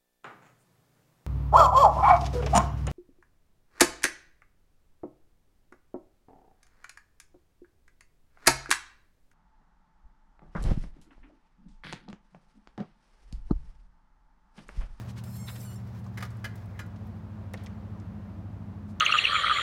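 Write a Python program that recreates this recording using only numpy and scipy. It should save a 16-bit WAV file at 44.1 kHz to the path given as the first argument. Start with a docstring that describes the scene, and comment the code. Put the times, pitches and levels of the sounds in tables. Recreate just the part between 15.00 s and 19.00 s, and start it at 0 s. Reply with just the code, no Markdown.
"""A metal-frame cart is drawn out of a van in a parking lot. Sliding friction makes its runner hiss and
stick-slip makes it squeal; the wheels crackle faintly, impacts on the sill ring the modes of the frame,
and a catch snaps shut. Nearby an engine sounds harmonics of its cycle rate and settles to a lower idle.
Wind and distant traffic fill the lot with broadband noise, and a building wall faintly reflects the cart."""
import sys
import numpy as np
from scipy import signal
from scipy.fft import rfft, irfft, next_fast_len
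from scipy.io import wavfile
from scipy.ndimage import map_coordinates

SR = 44100
rng = np.random.default_rng(int(sys.argv[2]) if len(sys.argv) > 2 else 0)


def transcribe(signal):
    """Save signal, clipped to [-1, 1], as a 16-bit WAV file at the path in sys.argv[1]."""
    frames = np.atleast_2d(signal).T
    limited = np.clip(frames, -1, 1)
    pcm = np.round(limited * 32767).astype(np.int16)
    wavfile.write(sys.argv[1], SR, pcm)


N = 176400

# wind and traffic: spectrum (frequency [Hz], relative level [dB])
LOT_SPECTRUM = [(180, -12), (300, -2), (411, -6), (553, -6), (663, -6), (849, -8), (1140, -10.5),
                (3020, -28), (5500, -35), (9000, -44.5), (15500, -47)]
# wind and traffic: envelope (time [s], level [dB])
LOT_ENVELOPE = [(0.0, -53), (0.14, -57.5), (2.77, -54), (4.0, -56)]
# low drone: envelope (time [s], level [dB])
DRONE_ENVELOPE = [(0, -88), (1.7, -58.5), (2.5, -68), (3.2, -51.5), (4, -53.5)]
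# engine speed (time [s], cycle rate [Hz])
ENGINE_SPEED = [(0, 14.93), (.7, 14.87), (1.2, 14.65), (1.7, 13.75), (2.1, 13.3), (3, 13.1), (4, 12.93)]
# exhaust harmonics at fast idle (order [multiple of cycle rate], relative level [dB])
FAST_IDLE_ORDERS = [(1, -44), (3, -22), (4, -25), (5, -11.5), (6, -9), (7, -0.5), (8, 2), (10, -32),
                    (11, -15.5), (13, -4), (14, -21.5), (15, -21), (16, -16.5)]
# exhaust harmonics at slow idle (order [multiple of cycle rate], relative level [dB])
SLOW_IDLE_ORDERS = [(3, -33), (4, -13.5), (5, -6.5), (6, -36), (7, 2), (8, 1.5), (9, -13.5), (10, -16.5),
                    (12, -11), (13, -15), (14, -6), (15, -21), (16, -1), (17, -17), (18, -24), (19, -34),
                    (21, -18.5), (24, -18.5)]
# engine rumble: spectrum (frequency [Hz], relative level [dB])
RUMBLE_SPECTRUM = [(20, -36), (40, -31), (62, 8), (100, 8), (135, 5), (170, 10.5), (225, 7.5), (280, -11.5),
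                   (400, -44), (800, -49)]
# reverberation of van and building (frequency [Hz], T60 [s])
REVERB_T60 = [(200, 0.57), (2000, 0.51), (10000, 0.16)]
# rolling wheels: envelope (time [s], level [dB])
ROLL_ENVELOPE = [(0, -58), (.2, -60), (.8, -60.5), (1.1, -64.5), (1.4, -62.5), (2.1, -69.5), (2.8, -90)]
# rolling wheels: spectrum (frequency [Hz], relative level [dB])
ROLL_SPECTRUM = [(500, 10), (1600, 6), (3000, -4.5), (5500, -5.5), (9000, -16), (15500, -13)]
# rubs on the van floor (peak time [s], level [dB], half length [s], centre [Hz], width [octaves])
FLOOR_SCUFFS = [(0.013, -60.5, 0.016, 2500, 1.5), (0.099, -54, 0.012, 2500, 1.25),
                (0.184, -51.5, 0.013, 1410, 1.58), (0.491, -46.5, 0.011, 1570, 0.97),
                (0.486, -48.5, 0.0081, 3800, 0.13), (0.562, -50, 0.0057, 1710, 1.5),
                (1.543, -62, .014, 1940, 0.14), (1.767, -64, 0.034, 1950, 0.24),
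                (2.607, -61.5, 0.047, 1500, 1.1), (3.903, -70, 0.017, 4870, 0.88)]
# squeaks of the chattering runner (peak time [s], level [dB], half length [s], pitch [Hz])
RUNNER_SQUEAKS = [(0.519, -58.5, 0.0068, 2200), (.52, -64, .008, 7740), (0.56, -55.5, 0.0052, 1880),
                  (0.541, -61, 0.0093, 4200), (.59, -64, 0.012, 4020), (.61, -59, .008, 5950),
                  (.612, -58, 0.0082, 7660), (.635, -68, 0.0067, 2400), (0.667, -58, 0.013, 10600)]
# clicks of fittings and catch (time [s], level [dB], centre [Hz], width [octaves], T60 [s])
FITTING_CLICKS = [(0.2378, -47, 6000, 3.2, 0.056), (0.556, -53, 8200, .07, 0.05),
                  (.703, -55, 14000, .2, 0.024), (.872, -63.5, 2500, 1.8, 0.049),
                  (.989, -65.5, 5930, 1.8, 0.15), (1.042, -62, 2980, 1.3, 0.067),
                  (1.063, -47, 790, 0.65, 0.065), (1.064, -59, 5500, 0.29, 0.037),
                  (1.226, -47, 3770, 0.34, 0.016), (1.304, -61, 4970, 1.1, 0.1),
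                  (1.369, -62.5, 6000, 1.27, 0.03), (1.556, -55.5, 8300, 1.4, 0.057),
                  (1.658, -61, 7040, 2.9, 0.033), (1.862, -64, 7950, 1.3, 0.06),
                  (1.96, -61, 3860, 0.66, .06), (2.069, -64.5, 12500, 0.25, .04),
                  (2.5364, -38, 8000, 1.6, 0.0073), (2.538, -49, 4000, 0.85, 0.051),
                  (2.5403, -39, 380, 1.1, 0.089), (2.5413, -33, 1940, 0.27, 0.026),
                  (2.575, -52.5, 3500, 0.46, 0.036), (2.636, -57, 10000, 0.97, 0.072),
                  (2.6618, -47, 4400, 0.53, 0.041), (2.667, -46.5, 2060, 0.28, 0.034),
                  (2.9997, -58.5, 4900, 0.58, 0.026)]
# sliding runner: envelope (time [s], level [dB])
SLIDE_ENVELOPE = [(.225, -92), (.25, -63), (.32, -60), (.375, -54.5), (.41, -65), (.45, -64), (.48, -54),
                  (.56, -58.5), (.63, -54.5), (.68, -69), (.75, -64), (.82, -96), (.9, -110)]
# friction hiss: spectrum (frequency [Hz], relative level [dB])
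HISS_SPECTRUM = [(600, -24), (1900, -4), (2800, -3), (4500, -0.5), (6500, 0), (8500, 3), (11000, 2),
                 (12700, 4), (14500, -6), (15800, 2)]
# resonances of the runner (frequency [Hz], bandwidth [Hz], relative level [dB])
RUNNER_MODES = [(5304, 42, 16), (7000, 60, 1), (7530, 70, 13), (7940, 60, 1), (8880, 130, 9), (9300, 70, 6),
                (10020, 120, 7), (10600, 110, 5), (12600, 200, 10), (14200, 130, 12)]
# stick-slip oscillation (time [s], pitch [Hz], level [dB], roughness [0-1])
SQUEAL_PATH = [(.36, 1055, -69, 0.56), (.405, 1080, -54, 0.06), (.43, 1080, -56.5, 0),
               (.455, 1078, -57, 0.06), (.475, 1037, -69, 1), (.51, 1090, -76, 0.7), (.53, 1335, -62, 0.8),
               (.59, 1328, -70, 0.66), (.602, 1503, -73, 0.44), (.617, 1520, -62, 0.37),
               (.635, 1450, -69, 0.94), (.655, 1509, -56, 0.15), (.668, 1510, -58, 0.19),
               (.68, 1464, -55.5, 0), (.718, 1454, -57.5, .2), (.735, 1480, -59.5, 0.4),
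               (.747, 1535, -53.5, 0.54), (.752, 1550, -72, .9), (.76, 1824, -53, 0.25),
               (.78, 1840, -69, 0.1), (.81, 1860, -87, .47)]
# weighting of the squeal's harmonics (frequency [Hz], relative level [dB])
SQUEAL_SPECTRUM = [(1000, -12), (2150, -0.5), (2900, 1), (3300, -17), (4300, -5), (5350, 1), (5900, -5),
                   (6500, -1), (7550, 5), (8600, -0.5), (9000, 4.5), (9700, -7), (10700, -7), (11700, -6),
                   (14000, -6), (15500, -19)]
# modes of the frame (frequency [Hz], relative level [dB], T60 [s])
FRAME_MODES = [(1227, -10, .13), (1425, -11, .18), (1606, -10, .13), (1680, -5.5, .125), (1965, -5.5, .105),
               (2070, -1.5, .08), (2422, -10, .09), (2985, -7, .105), (3240, -13.5, .08), (4000, -16, .08),
               (4920, -15, .08), (6150, -15, .09), (7300, -14, .07), (8845, -17, .045), (11170, -16, .05)]
# impacts on the sill
# (time [s], ring level [dB], clatter level [dB], main mode [Hz], its lift [dB], rebound gain [dB])
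SILL_IMPACTS = [(1.173, -46, -39.5, 2070, 5, -3), (1.204, -48, -44, 1680, 5, -4),
                (1.2244, -43, -34, 1227, 16.5, -17), (1.239, -66, -50, 1227, 3, -10),
                (1.2493, -67, -45.5, 1227, 4, -18), (1.4426, -38.5, -36, 1654, 4.5, -2.5),
                (1.7908, -40, -38.5, 2950, 0.5, -10), (1.805, -46.5, -63, 2985, 2.5, -2)]
# clatter: initial spectrum (frequency [Hz], relative level [dB])
CLATTER_SPECTRUM = [(150, -33), (400, 0), (700, 0), (1200, 2), (2000, 4.5), (2800, -6.5), (5000, -7),
                    (8000, -15), (12000, -14.5), (15500, -18)]
# clatter: decay (frequency [Hz], T60 [s])
CLATTER_DECAY = [(400, 0.13), (2000, 0.079), (5000, 0.085), (14000, 0.064)]

TOP_HZ = 15950


def amp(db):
    """Amplitude ratio of a level in decibels."""
    return 10 ** (np.asarray(db) / 20)


def unit(x):
    """Normalisation to rms 1."""
    return x / np.sqrt(np.mean(x ** 2) + 1e-20)


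def along(points, hz):
    """Interpolation of (frequency, value) points on a logarithmic frequency axis."""
    freqs, values = np.transpose(points)
    return np.interp(np.log(hz + 1), np.log(freqs + 1), values)


def curves(rows):
    """Linear interpolation in time: one curve for each column after the first."""
    times, *columns = np.transpose(rows)
    return [np.interp(np.arange(N) / SR, times, column) for column in columns]


def wobble(rate, size=N):
    """Smooth random modulation: a spline through rate Gaussian values a second."""
    return map_coordinates(rng.standard_normal(size // 16), [np.arange(size) * rate / SR], mode="mirror")


def filtered(x, response):
    """Linear filtering: the spectrum of x times a frequency response."""
    padded = next_fast_len(len(x) + 8192)
    return irfft(rfft(x, padded) * response(np.fft.rfftfreq(padded, 1 / SR)), padded)[:len(x)]


def noise(spectrum, size=N):
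    """Spectral shaping of white noise, at rms 1."""
    return unit(filtered(rng.standard_normal(size), lambda hz: amp(along(spectrum, hz))))


def band(centre_hz, octaves, size=N):
    """Band-pass noise of rms 1, Gaussian in log frequency."""
    bell = lambda hz: np.exp(-.5 * (np.log2((hz + 1) / centre_hz) / octaves) ** 2)
    return unit(filtered(rng.standard_normal(size), bell))


def damped(x, t60s):
    """Frequency-dependent damping: each band of x decays at its own rate."""
    hz, t, spectra = signal.stft(x, SR, nperseg=128)
    decay = amp(-60 * t / along(t60s, hz)[:, None])
    return signal.istft(spectra * decay, SR, nperseg=128)[1][:len(x)]


def patchy(x, patch_hz=260, patch_s=.05, depth_db=4.2):
    """Random modulation in time and frequency: narrow bands of x flare and fade."""
    spectra = signal.stft(x, SR, nperseg=1024)[2]
    steps = np.array([SR / 1024 / patch_hz, 512 / SR / patch_s])
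    knots = np.indices(spectra.shape) * steps[:, None, None]
    field = map_coordinates(rng.standard_normal(spectra.shape), knots, mode="mirror")
    return unit(signal.istft(spectra * amp(depth_db * field), SR, nperseg=1024)[1][:N])


def fade(t, t60):
    """Exponential decay, 60 dB in t60 seconds."""
    return np.exp(-np.log(1000) * t / t60)


def swell(peak_s, half_s):
    """Gaussian envelope with standard deviation half_s."""
    return np.exp(-.5 * ((np.arange(N) / SR - peak_s) / half_s) ** 2)


def add(out, start_s, x):
    """Superposition of x on out from start_s."""
    part = out[max(round(start_s * SR), 0):][:len(x)]
    part += x[:len(part)]


def wind_and_traffic():
    """Broadband ambient noise, strongest at low frequencies, with a slight waver."""
    db, = curves(LOT_ENVELOPE)
    return amp(db + .5 + .4 * wobble(9)) * noise(LOT_SPECTRUM)


def drone():
    """Band-limited noise: a low rush that comes up with the slower idle."""
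    db, = curves(DRONE_ENVELOPE)
    return amp(db) * band(centre_hz=197, octaves=.37)


def engine(fast_db=-43.5, slow_db=-47, rumble_db=-48, waver_db=1.2):
    """Periodic exhaust gives harmonics of one shaft speed, over a rumble; their balance follows the speed."""
    speed, = curves(ENGINE_SPEED)
    phase = 2 * np.pi * np.cumsum(speed) / SR
    fast = np.interp(speed, [13.3, 14.65], [0, 1])  # share of the fast idle
    idles = [(FAST_IDLE_ORDERS, fast_db, fast), (SLOW_IDLE_ORDERS, slow_db, 1 - fast)]
    exhaust = np.zeros(N)
    for k in range(1, 25):
        power = .5 if k < 9 else 2  # upper orders dip between the two idles
        gain = sum(share ** power * amp(db + level)
                   for orders, db, share in idles for order, level in orders if round(order) == k)
        gain = gain / (np.sqrt(fast) + np.sqrt(1 - fast))
        waver = amp(waver_db * wobble(6.14))
        exhaust += np.sqrt(2) * gain * waver * np.sin(k * phase + 2 * np.pi * rng.random())
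    return exhaust + amp(rumble_db) * noise(RUMBLE_SPECTRUM)


def reflections(x, reverb_s=.03, reverb_db=-18, echo_s=.076, echo_db=-29, echo_cutoff_hz=2500):
    """Reflection: diffuse reverberation from van and building, and one dull echo off the wall."""
    tail = damped(rng.standard_normal(SR // 2), REVERB_T60)
    reverb = signal.fftconvolve(x, tail / np.linalg.norm(tail))
    echo = filtered(x, lambda hz: 1 / (1 + (hz / echo_cutoff_hz) ** 4))
    out = np.zeros(N)
    add(out, reverb_s, amp(reverb_db) * reverb)
    add(out, echo_s, amp(echo_db) * echo)
    return out


def wheels():
    """Rolling noise: random amplitude modulation makes a faint, uneven crackle."""
    db, = curves(ROLL_ENVELOPE)
    return amp(db + 3.7 * wobble(30.47) + 1.2 * wobble(400)) * noise(ROLL_SPECTRUM)


def scuffs(grain_db=.5):
    """Friction of the frame on the van floor gives short swells of grainy noise."""
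    return sum(amp(db + grain_db * wobble(500)) * swell(s, half) * band(hz, octaves)
               for s, db, half, hz, octaves in FLOOR_SCUFFS)


def squeaks():
    """Friction chatter of the runner gives bursts of noise narrow enough to have pitch."""
    return sum(amp(db) * swell(s, half) * band(hz, octaves=.012) for s, db, half, hz in RUNNER_SQUEAKS)


def clicks(attack_s=.0001):
    """Impact transients, as damped noise bands: loose fittings tick, the catch snaps and settles."""
    out, t = np.zeros(N), np.arange(SR // 5) / SR
    attack = 1 - np.exp(-t / attack_s)
    for s, db, hz, octaves, t60 in FITTING_CLICKS:
        add(out, s, amp(db) * band(hz, octaves, size=len(t)) * fade(t, t60) * attack)
    return out


def runner_hiss(ring_db=-.5, drift=.007, grain_db=1.4):
    """Sliding friction makes a grainy hiss and drives the runner's narrow resonances."""
    db, = curves(SLIDE_ENVELOPE)
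    resonances = lambda f: sum(amp(level) * 1j * f * width / (hz * hz - f * f + 1j * f * width)
                               for hz, width, level in RUNNER_MODES)
    ring = filtered(rng.standard_normal(N), resonances)
    warped_time = np.cumsum(1 + drift * wobble(35))  # the resonances waver in pitch
    ring = unit(map_coordinates(ring, [warped_time], order=5, mode="mirror"))
    envelope = amp(db + grain_db * wobble(89.9))
    return envelope * (patchy(noise(HISS_SPECTRUM)) + amp(ring_db) * ring)


def runner_squeal(jitter=.0199, flutter=.004, smear_rad=3.2, flicker_db=2.7):
    """Stick-slip oscillation of the runner; twice it grows nearly periodic and gives a clean pitch."""
    hz, db, rough = curves(SQUEAL_PATH)
    pitch = hz * (1 + jitter * rough * wobble(90) + flutter * wobble(500))
    phase = 2 * np.pi * np.cumsum(pitch) / SR
    tone = np.zeros(N)
    for k in range(1, 15):
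        gain = amp(along(SQUEAL_SPECTRUM, k * hz) + flicker_db * wobble(50.5)) * (k * hz < TOP_HZ)
        tone += gain * np.sin(k * phase + smear_rad * rough * wobble(220))
    t = np.arange(N) / SR
    sounding = (t > SQUEAL_PATH[0][0]) & (t < SQUEAL_PATH[-1][0])
    return amp(db) * unit(tone) * sounding


def frame_ring(t, main_hz, lift_db, rattle_rad=.52):
    """Free vibration of the tubes: damped modes, phase-modulated by loose joints."""
    ring = np.zeros(len(t))
    for hz, db, t60 in FRAME_MODES:
        is_main = abs(np.log(hz / main_hz)) < .04
        gain = amp(db + rng.normal(0, 1.8) + lift_db * is_main)
        phase = 2 * np.pi * (hz * t + rng.random()) + rattle_rad * wobble(150, size=len(t))
        ring += gain * fade(t, t60) * np.sin(phase)
    return ring


def frame_clanks(rebound_s=.0068, attack_s=.0015, thud_hz=109, thud_over_ring_db=5):
    """Impact excitation: the frame hits the sill and rebounds, ringing and clattering; the floor thuds."""
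    out, t = np.zeros(N), np.arange(SR // 2) / SR
    attack = 1 - np.exp(-t / attack_s)
    thud = fade(t, t60=.019) * np.sin(2 * np.pi * thud_hz * t)
    for s, ring_db, clatter_db, main_hz, lift_db, rebound_db in SILL_IMPACTS:
        add(out, s, amp(ring_db + thud_over_ring_db) * thud)
        for delay, contact_db in (0, 0), (rebound_s, rebound_db):
            ring = amp(ring_db) * frame_ring(t, main_hz, lift_db)
            clatter = amp(clatter_db) * damped(noise(CLATTER_SPECTRUM, size=len(t)), CLATTER_DECAY)
            add(out, s + delay, amp(contact_db) * attack * (ring + clatter))
    return out


def scene():
    """Superposition of the cart, its reflections and the parking lot, in one channel."""
    cart = runner_hiss() + wheels() + runner_squeal() + frame_clanks() + clicks() + scuffs() + squeaks()
    return (cart + reflections(cart) + engine() + drone() + wind_and_traffic())[None]


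def record(dry):
    """Band limiting: an ideal low-pass filter removes everything above TOP_HZ."""
    return np.array([filtered(x, lambda hz: hz < TOP_HZ) for x in dry])


dry = scene()
out = record(dry)
transcribe(out)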